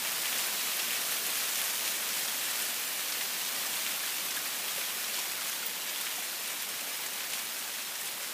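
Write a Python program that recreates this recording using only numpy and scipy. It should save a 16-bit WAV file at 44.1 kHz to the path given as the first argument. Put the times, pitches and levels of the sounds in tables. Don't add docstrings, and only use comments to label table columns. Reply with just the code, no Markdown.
import sys
import numpy as np
from scipy import signal
from scipy.fft import rfft, irfft, next_fast_len
from scipy.io import wavfile
from scipy.ndimage import uniform_filter1d, map_coordinates

SR = 44100
rng = np.random.default_rng(int(sys.argv[2]) if len(sys.argv) > 2 else 0)


def volts_from_db(level):
    exponent = np.asarray(level, float) / 20
    return 10 ** exponent


def put_to_file(sound):
    columns = np.atleast_2d(sound).T
    safe = np.clip(columns, -1, 1)
    whole_steps = np.round(safe * 32767)
    wavfile.write(sys.argv[1], SR, whole_steps.astype(np.int16))


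N = 367353

# time_s, strength_db, brightness_db
RAIN = [(0.0, -33.5, -0.5), (0.32, -31, -0.5), (1.39, -32, 0.5), (1.51, -32, 1), (2.97, -33.5, 0.5),
        (3.78, -33, 0), (4.38, -34, 0), (5.01, -34, 0), (5.84, -35.5, -0.5), (7.03, -35.5, -0.5),
        (8.33, -37.5, 0)]
# frequency_hz, density_db (per Hz)
SOIL_SPECTRUM = [(15, -70), (25, -50), (50, -45), (130, -11), (190, -2.5), (430, -1.5), (650, 0.5),
                 (1000, -1), (2000, -4), (4000, -40)]
# frequency_hz, density_db (per Hz)
LEAF_SPECTRUM = [(200, -71), (500, -15.5), (900, -10), (1500, -5), (2300, -2.5), (3000, -3), (4000, -4.5),
                 (6000, -11), (10000, -27)]
# frequency_hz, density_db (per Hz)
SPRAY_SPECTRUM = [(1000, -50), (2500, -3), (4000, -2), (5500, 1), (8000, 2), (10500, 1), (12000, 1.5)]
# centre_s, swell_db, length_s
FLURRIES = [(0.065, 1, .08), (.27, 0.5, .13), (.46, 0, .16), (.93, 0.2, 0.11), (1.12, .5, .08),
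            (1.39, 1, 0.1), (1.635, 1.1, 0.2), (1.885, 0.8, .1), (2.19, 1, 0.15), (2.57, 1, 0.28),
            (3.207, 0.5, 0.12), (3.44, .5, .1), (3.62, 0.8, .1), (3.83, .9, 0.13), (4.13, 0.7, .12),
            (4.372, 0.7, 0.054), (4.692, 1, .08), (4.82, .9, 0.12), (5.18, 1.4, 0.1), (5.48, 1.1, 0.16),
            (5.923, 0.7, .08), (6.094, 1.5, 0.21), (6.483, 0.6, 0.1), (6.92, 0.5, 0.12),
            (7.187, 0.7, 0.082), (7.372, 1.5, 0.092), (7.57, 0.7, .16), (7.784, 1.3, 0.062),
            (8.06, 1.2, .08), (8.23, 1.5, .06)]
# start_s, level_db
SLAPS = [(0.05, -27), (0.257, -25), (0.329, -26), (.7681, -31), (.908, -25.5), (0.933, -30), (0.957, -29),
         (1.266, -29), (1.37, -33), (1.616, -29), (1.718, -42), (1.8783, -31), (2.2847, -26), (3.2125, -25),
         (3.733, -26), (3.8652, -24), (4.458, -33), (4.6824, -28), (4.8136, -30), (5.1523, -33),
         (5.196, -33), (5.9604, -29), (6.068, -31), (6.632, -32), (7.2074, -32), (7.335, -30),
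         (7.3925, -30), (7.417, -37)]
# start_s, level_db, pitch_hz
CRACKS = [(.4689, -24, 10000), (.7681, -23, 11400), (1.1215, -23, 11700), (1.266, -22, 11400),
          (1.3041, -24, 12700), (1.3705, -26, 9700), (1.557, -25, 5900), (1.616, -25, 11700),
          (1.7462, -31, 6200), (1.8783, -25, 10000), (1.908, -31, 5900), (2.5903, -24, 13100),
          (2.6231, -24, 10300), (1.7946, -33, 9000), (3.614, -29, 10300), (3.733, -29, 12700),
          (4.2509, -25, 13100), (4.3674, -25, 10700), (4.4582, -24, 14100), (4.7917, -25, 11700),
          (5.19, -25, 8300), (5.3194, -27, 13800), (5.4966, -23, 14500), (6.012, -23, 10700),
          (6.6227, -23, 13000), (7.0638, -28, 7200), (7.335, -25, 9000), (8.0132, -27, 9000),
          (8.057, -25, 9600), (8.0746, -29, 8600)]
# start_s, pitch_hz
LESSER_CRACKS = [(.1194, 11000), (.384, 8600), (1.074, 12400), (1.114, 13400), (1.573, 8600), (2.512, 7600),
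                 (3.1006, 10700), (3.123, 4800), (3.6635, 6900), (4.0615, 13400), (4.3102, 6500),
                 (4.4735, 9000), (5.042, 6500), (5.1441, 5200), (5.4814, 9300), (5.5196, 6900),
                 (5.895, 5500), (6.0504, 9000), (6.1584, 7600), (6.477, 9600), (6.519, 7900),
                 (6.6904, 9000), (6.8098, 8600), (7.303, 6900), (7.3843, 11400), (7.5922, 9600),
                 (7.6778, 8300), (7.8222, 6200), (7.9557, 5500), (8.2766, 12700)]
# start_s, low_edge_hz
OPPOSED_BANDS = [(.427, 4670), (.427, 6280), (.427, 7270), (1.147, 4210), (1.147, 6290), (1.147, 10320),
                 (1.518, 6890), (2.331, 13770), (2.865, 6300), (2.865, 11720), (3.26, 4640), (3.26, 6900),
                 (3.26, 12380), (3.562, 11050), (4.258, 4210), (4.258, 8980), (4.258, 13070),
                 (4.978, 10320), (5.28, 4220), (5.28, 11680), (6.395, 5160), (6.395, 13780), (6.929, 4690),
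                 (6.929, 7630), (6.929, 8630), (6.929, 13160), (7.857, 5170), (7.857, 12400)]
# centre_s, level_db, pitch_hz
DRIPS = [(0.8011, -34, 2730), (1.0202, -40, 5600), (1.3482, -40, 2040), (1.9011, -39, 14380),
         (2.38, -37, 12320), (2.5629, -48, 9690), (3.655, -39, 1170), (4.3741, -33.5, 1670),
         (4.6904, -36, 3290), (4.7819, -40, 560), (5.1853, -43, 7540), (5.1853, -42, 14130),
         (5.1887, -40, 990), (5.2013, -43, 5350), (5.3928, -40, 1380), (5.4901, -39, 6500),
         (5.6308, -38.5, 1410), (5.6642, -39, 9090), (5.6671, -25, 15500), (5.9603, -50, 2840),
         (6.0125, -37, 3560), (6.0688, -43, 3230), (6.1852, -41, 724), (6.4334, -42, 12400),
         (6.9544, -41, 3160), (7.0095, -39, 15250), (7.0269, -45, 15290), (7.0356, -46, 9000)]

LEAF_DB, SPRAY_DB, SOIL_DB = -5.5, -1, -14
LEAF_SWELLS, SPRAY_SWELLS, SOIL_FOLLOWS = 1.3, .9, 0.62
SMALL_DB, SMALL_SPREAD_DB, SMALL_HZ = 0, 2, 9500
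LESSER_DB = 5.5
SLAP_UNDER_DB, CRACK_UNDER_DB, DULL_HZ = -14, -10, 7000
BAND_DB, BAND_SHARE, WIDEST_HZ = -15.5, 0.22, 1380
FRAME, FRAME_OFFSET = 1024, 847
TOP_HZ = 15310


def unit(x):
    return x / np.sqrt(np.mean(x ** 2) + 1e-20)


def curves(rows):
    s, *cols = np.transpose(rows)
    return [np.interp(np.arange(N) / SR, s, c) for c in cols]


def filtered(x, response):
    m = next_fast_len(N + 8192)
    return irfft(rfft(x, m) * response(np.fft.rfftfreq(m, 1 / SR)), m)[..., :N]


def coloured(x, spectrum):
    f, level_db = np.transpose(spectrum)
    own_hz, own_power = signal.welch(x, SR, nperseg=256)

    def response(hz):
        wanted = volts_from_db(np.interp(np.log(hz + 1), np.log(f), level_db))
        return wanted / np.sqrt(np.interp(hz, own_hz, own_power))
    return unit(filtered(x, response))


def wash(patchy_db):
    z = signal.stft(rng.standard_normal(N), nperseg=512)[2]
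    field = uniform_filter1d(rng.standard_normal(z.shape), size=8, axis=0)
    field = uniform_filter1d(field, size=8, axis=1)
    return signal.istft(z * volts_from_db(patchy_db * unit(field)), nperseg=512)[1][:N]


def strikes(s, db, hz, cycles, size):
    turns = np.arange(size) / SR * hz[:, None]
    peak = rng.choice([-1, 1], len(s)) * volts_from_db(db)
    shape = peak[:, None] * np.sin(2 * np.pi * turns) * np.exp(-turns / cycles)
    at = np.round(s * SR).astype(int)[:, None] + np.arange(size)
    return np.bincount(at.ravel(), shape.ravel(), N + size + SR)[:N]


def scattered(x, wet_db, t60, count=5):
    t = np.arange(SR // 10) / SR
    tails = rng.standard_normal((count, len(t))) * volts_from_db(-60 * t / t60) * (t > .001)
    tails = tails / np.linalg.norm(tails[0])
    choice = rng.integers(count, size=N // 512 + 1).repeat(512)[:N]
    turn = choice == np.arange(count)[:, None]
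    return x + volts_from_db(wet_db) * signal.oaconvolve(x * turn, tails, axes=1).sum(0)[:N]


def drops(s, size_db, hz, octaves, cycles):
    pitch = np.clip(hz * 2 ** (octaves * rng.standard_normal(len(s))), 300, 15000)
    return unit(strikes(s, size_db, pitch, cycles, size=160))


def flurries():
    t = np.arange(0, N, 64) / SR
    swell = sum(db * np.exp(-np.log(16) * ((t - s) / length) ** 2) for s, db, length in FLURRIES)
    return swell.repeat(64)[:N]


def leaf_patter(s, size_db):
    patter = drops(s, size_db, hz=2680, octaves=0.51, cycles=0.92)
    near = scattered(patter, wet_db=-5.0, t60=0.058)
    return coloured(unit(wash(patchy_db=1.4)) + volts_from_db(-7.0) * near, LEAF_SPECTRUM)


def fine_spray(s, size_db):
    fizz = drops(s, size_db, hz=9000, octaves=0.53, cycles=0.98)
    near = scattered(fizz, wet_db=-2.5, t60=0.072)
    return coloured(unit(wash(patchy_db=-0.16)) + volts_from_db(-6.0) * near, SPRAY_SPECTRUM)


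def rain(count=16000):
    strength_db, bright_db = curves(RAIN)
    swell_db = flurries()
    leaf_db = strength_db + LEAF_DB + LEAF_SWELLS * swell_db - bright_db / 2
    spray_db = strength_db + SPRAY_DB + SPRAY_SWELLS * swell_db + bright_db / 2
    mean_db = strength_db.mean()
    soil_db = mean_db + SOIL_DB + SOIL_FOLLOWS * (strength_db - mean_db)
    u, z = rng.random((count, 2)), rng.standard_normal((count, 2))
    s = u[:, 0] * N / SR
    size_db = -3 * np.log(u[:, 1])
    size_db += 0.6 * map_coordinates(rng.standard_normal(600), [s * 60])
    size_db += 0.9 * swell_db[(s * SR).astype(int)]
    slap_db, spit_db = np.minimum(size_db + 2 * z.T, 11)
    soil = coloured(wash(patchy_db=0.8), SOIL_SPECTRUM)
    leaf = leaf_patter(s, slap_db)
    spray = fine_spray(s, spit_db)
    return volts_from_db(soil_db) * soil + volts_from_db(leaf_db) * leaf + volts_from_db(spray_db) * spray


def small_cracks(count):
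    listed_s, listed_hz = np.transpose(LESSER_CRACKS)
    listed = len(listed_s)
    u, z = rng.random(count) * (N - 1), rng.standard_normal((count, 2))
    at = np.hstack([listed_s * SR, u[listed:]])
    lift_db = SMALL_DB + LESSER_DB * (np.arange(count) < listed)
    db = curves(RAIN)[0][at.astype(int)] + lift_db + SMALL_SPREAD_DB * np.tanh(z[:, 0])
    random_hz = np.clip(SMALL_HZ * 2 ** (0.69 * z[listed:, 1]), 4800, 14800)
    return [at / SR, db, np.hstack([listed_hz, random_hz])]


def ticks(count=80):
    sharp_s, sharp_db, sharp_hz = np.hstack([np.transpose(CRACKS), small_cracks(count)])
    heavy_s, heavy_db = np.transpose(SLAPS)
    s = np.hstack([sharp_s, heavy_s])
    crack_db = np.hstack([sharp_db, heavy_db + CRACK_UNDER_DB])
    slap_db = np.hstack([sharp_db + SLAP_UNDER_DB, heavy_db])
    crack_hz = np.hstack([sharp_hz, DULL_HZ + 0 * heavy_s])
    slap_hz = 2800 * 2 ** (.2 * rng.standard_normal(len(s)))
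    crack = strikes(s - .0002, crack_db + 11, crack_hz, 1.1, size=200)
    slap = strikes(s - .0002, slap_db + 7, slap_hz, 1.2, size=200)
    near = scattered(crack + slap, wet_db=-.5, t60=.045)
    return filtered(near, lambda f: f ** 4 / (f ** 4 + 700 ** 4))


def opposed_bands():
    out, n = np.zeros(N), np.arange(2 * FRAME) + .5
    strength_db = curves(RAIN)[0]
    for s, low_hz in OPPOSED_BANDS:
        high_hz = low_hz + min(BAND_SHARE * low_hz, WIDEST_HZ)
        db = strength_db[round(s * SR)] + BAND_DB
        lines = np.arange(round(low_hz * 2 * FRAME / SR), round(high_hz * 2 * FRAME / SR)) + .5
        cosines = np.cos(np.pi / FRAME * np.outer(lines, n + FRAME / 2))
        band = rng.standard_normal(len(lines)) @ cosines
        start = FRAME_OFFSET + FRAME * round(s * SR / FRAME - 1.39)
        out[start:][:2 * FRAME] += volts_from_db(db) * np.sin(np.pi * n / (2 * FRAME)) * unit(band)
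    return out


def drips():
    out, t = np.zeros(N + SR), np.arange(-600, 600) / SR
    for s, db, hz in DRIPS:
        waver = .5 * map_coordinates(rng.standard_normal(12), [np.arange(len(t)) / 110])
        swell = np.exp(-np.abs(t / np.where(t < 0, .0055, .0065)) ** 3)
        ring = np.sin(2 * np.pi * min(hz, TOP_HZ - 40) * t + waver)
        out[round(s * SR) - 600:][:len(t)] += volts_from_db(db + 0.5) * swell * ring
    return out[:N] + volts_from_db(-16) * np.roll(out[:N], 750)


def dropouts(x, count, width_hz, length):
    hz, t, z = signal.stft(x, SR, nperseg=2048)
    for at, f, k in rng.random((count, 3)):
        in_band = abs(hz - 7000 - 8000 * f) < width_hz
        in_time = abs(t - at * N / SR) < length * (.4 + k)
        z[in_band[:, None] & in_time] *= volts_from_db(-30)
    return signal.istft(z, SR, nperseg=2048)[1][:N]


def scene():
    return np.tile(rain() + ticks() + drips(), (2, 1))


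def band_limit(x):
    return signal.sosfilt(signal.butter(12, 15450, fs=SR, output="sos"), x)


def record(dry):
    thinned = dropouts(dry[0], count=520, width_hz=34, length=.035)
    kept = filtered(thinned, lambda hz: hz < TOP_HZ)
    mix = kept + [[1], [-1]] * opposed_bands()
    return band_limit(mix)


dry = scene()
out = record(dry)
put_to_file(out)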